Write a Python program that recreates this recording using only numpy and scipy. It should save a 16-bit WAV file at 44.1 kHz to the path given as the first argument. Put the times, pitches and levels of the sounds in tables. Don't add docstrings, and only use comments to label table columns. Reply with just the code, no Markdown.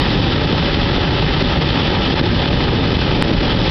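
import sys
import numpy as np
from scipy import signal
from scipy.fft import rfft, irfft
from scipy.io import wavfile

SR = 44100
rng = np.random.default_rng(int(sys.argv[2]) if len(sys.argv) > 2 else 0)


def makeup_ratio(level_db):
    decades = np.asarray(level_db, float) / 20
    return 10 ** decades


def master(y):
    cut = np.clip(np.atleast_2d(y).T, -1, 1)
    pcm = np.round(cut * 32767)
    wavfile.write(sys.argv[1], SR, pcm.astype(np.int16))


N = 163170
t = np.arange(N) / SR


def rms_one(x):
    return x / np.sqrt(np.mean(x ** 2) + 1e-20)


def drift(rate_hz):
    r = np.exp(-2 * np.pi * rate_hz / SR)
    wander = signal.lfilter([1], [1, -2 * r, r * r], rng.standard_normal(N + SR))
    return rms_one(wander[SR:])


def turbulence(spectrum, shared_db, patchy_db, rate_hz):
    hz = np.fft.rfftfreq(N, 1 / SR) + 1
    point_hz, point_db = np.transpose(spectrum)
    shape_db = np.interp(np.log(hz), np.log(point_hz), point_db, right=-90)
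    noise = rfft(rng.standard_normal(N)) * makeup_ratio(shape_db)
    together = shared_db * drift(rate_hz)
    lowest = np.floor(2 * np.log2(point_hz[0])) - 1
    highest = 2 * np.log2(point_hz[-1]) + 1
    out = 0
    for half_octave in np.arange(lowest, highest):
        band = np.clip(1 - abs(2 * np.log2(hz) - half_octave), 0, 1)
        flicker_db = together + patchy_db * drift(rate_hz / 2)
        out = out + irfft(noise * band, N) * makeup_ratio(flicker_db)
    return rms_one(out)


def flame_rumble():
    # f/Hz, level/dB per Hz
    rumble_spectrum = [(14, -33), (28, -6), (42, 1), (90, -2), (160, 0.5), (330, -5.5), (600, -15.5),
                       (1100, -24.5)]
    return makeup_ratio(-8) * turbulence(rumble_spectrum, shared_db=1.06, patchy_db=0.4, rate_hz=24.0)


def jet_hiss():
    # f/Hz, level/dB per Hz
    hiss_spectrum = [(300, -22), (800, -6), (1500, -4.5), (2300, -6), (3300, -4.5), (5200, -13),
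                     (5850, -26), (6300, -43)]
    # t/s, level/dB
    gas_flow = [(0, 0.5), (.2, 1.4), (.3, 0.5), (.4, 0.5), (0.511, -1), (.65, 0.7), (.8, 1.5), (.95, -0.3),
                (1.3, 1.5), (1.48, 1.4), (1.6, 0.8), (2.0, -0.2), (2.502, 0.8), (2.9, -1.6), (3.2, -0.3),
                (3.35, -2.6), (3.45, -0.3), (3.7, 1.5)]
    flow_db = np.interp(t, *np.transpose(gas_flow))
    hiss = turbulence(hiss_spectrum, shared_db=1.14, patchy_db=0.75, rate_hz=21.0)
    return makeup_ratio(-15.5 + flow_db) * hiss


def basket(x):
    # f/Hz, width/Hz, level/dB
    resonances = [(209.7, 25, -6.5), (569, 55, 6), (664, 59, -6), (834, 172, 5), (1067, 100, -4),
                  (1283, 75, 3), (1455, 100, -4.5), (1870, 85, 1), (2238, 200, -4), (2670, 89, 2.5),
                  (2820, 120, -5.5), (2980, 200, 3.5), (3500, 250, 2.5), (4723, 215, -1)]
    for hz, width_hz, db in resonances:
        w = 2 * np.pi * hz / SR
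        a = makeup_ratio(db / 2)
        k = np.sin(w) * width_hz / hz / 2
        top = [1 + k * a, -2 * np.cos(w), 1 - k * a]
        bottom = [1 + k / a, -2 * np.cos(w), 1 - k / a]
        x = signal.lfilter(top, bottom, x)
    return x


def pressure_puffs():
    # t/s, sign of pressure, level/dB, width/ms
    puff_events = [(0.3208, -1, -13, 0.41), (0.4786, -1, 1.5, 1.2), (0.9156, -1, -4, 0.37),
                   (0.9833, -1, 8, 0.38), (1.4264, -1, 10, 0.67), (1.5355, 1, -1, 1.7),
                   (1.8342, -1, 3.5, 0.68), (2.1419, -1, 8, 0.5), (2.2149, -1, 11, 0.59),
                   (2.4667, -1, 5, 0.37), (2.7527, -1, 1, 0.86), (2.8714, 1, -4, 0.86),
                   (2.9316, 1, 7, 0.59), (2.971, 1, 7.5, 0.9), (3.1263, -1, 3.5, 0.45),
                   (3.2248, 1, 10, 0.61), (3.276, -1, -4, 0.54), (3.3166, -1, 7, .7), (2.306, -1, 1, 1.5),
                   (2.2053, 1, -2, 1.1), (3.3854, 1, -7, 1.7), (3.3885, -1, 6.5, 2.2)]
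    out = np.zeros(N)
    for s, sign, db, width_ms in puff_events:
        centre = int(s * SR)
        near = slice(centre - 1500, centre + 1500)
        u = (t[near] - s) / width_ms * 1e3
        swing = np.exp(-u ** 2 / 2)
        rebound = 0.32 * np.exp(-u ** 2 / 32)
        out[near] += np.sign(sign) * makeup_ratio(db) * (swing - rebound)
    return out


def scene():
    rumble = basket(flame_rumble())
    hiss = basket(jet_hiss())
    puffs = pressure_puffs()
    smothered = rumble * np.exp(-2.5 * abs(puffs))
    return (smothered + hiss + puffs)[None]


def limiter(x):
    threshold_db, attack_s, release_db_per_s, makeup_db = -10, 0.0019, 592, 0.5
    over_db = np.maximum(20 * np.log10(abs(x) + 1e-9) - threshold_db, 0)
    climb_db = release_db_per_s * t
    held_db = np.maximum.accumulate(over_db + climb_db) - climb_db
    r = np.exp(-1 / (attack_s * SR))
    reduction_db = signal.lfilter([1 - r], [1, -r], held_db)
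    return x * makeup_ratio(makeup_db - reduction_db)


def overload(x, ceiling):
    # t/s, level/dB
    ticks = [
        (.3192, -33),
        (1.8337, -36),
        (3.3162, -31),
    ]
    wrap_s, wrap_length_s, wrap_soft_s = 3.22472, 0.000165, 0.00008
    out = x.copy()
    for s, db in ticks:
        out[int(s * SR)] += makeup_ratio(db)
    flip = np.clip((wrap_length_s / 2 - abs(t - wrap_s)) / wrap_soft_s + 0.5, 0, 1)
    return out * (1 - flip) - ceiling * flip


def band_limit(x):
    return signal.sosfilt(signal.butter(12, 15850, fs=SR, output="sos"), x)


def record(dry):
    ceiling = 0.71
    x = limiter(dry[0])
    x = x / (1 + abs(x / ceiling) ** 10) ** (1 / 10)
    top_cut = signal.cheby2(10, 50, 7150, fs=SR, output="sos")
    x = signal.sosfiltfilt(top_cut, x)
    mix = overload(x, ceiling)[None]
    return band_limit(mix)


dry = scene()
out = record(dry)
master(out)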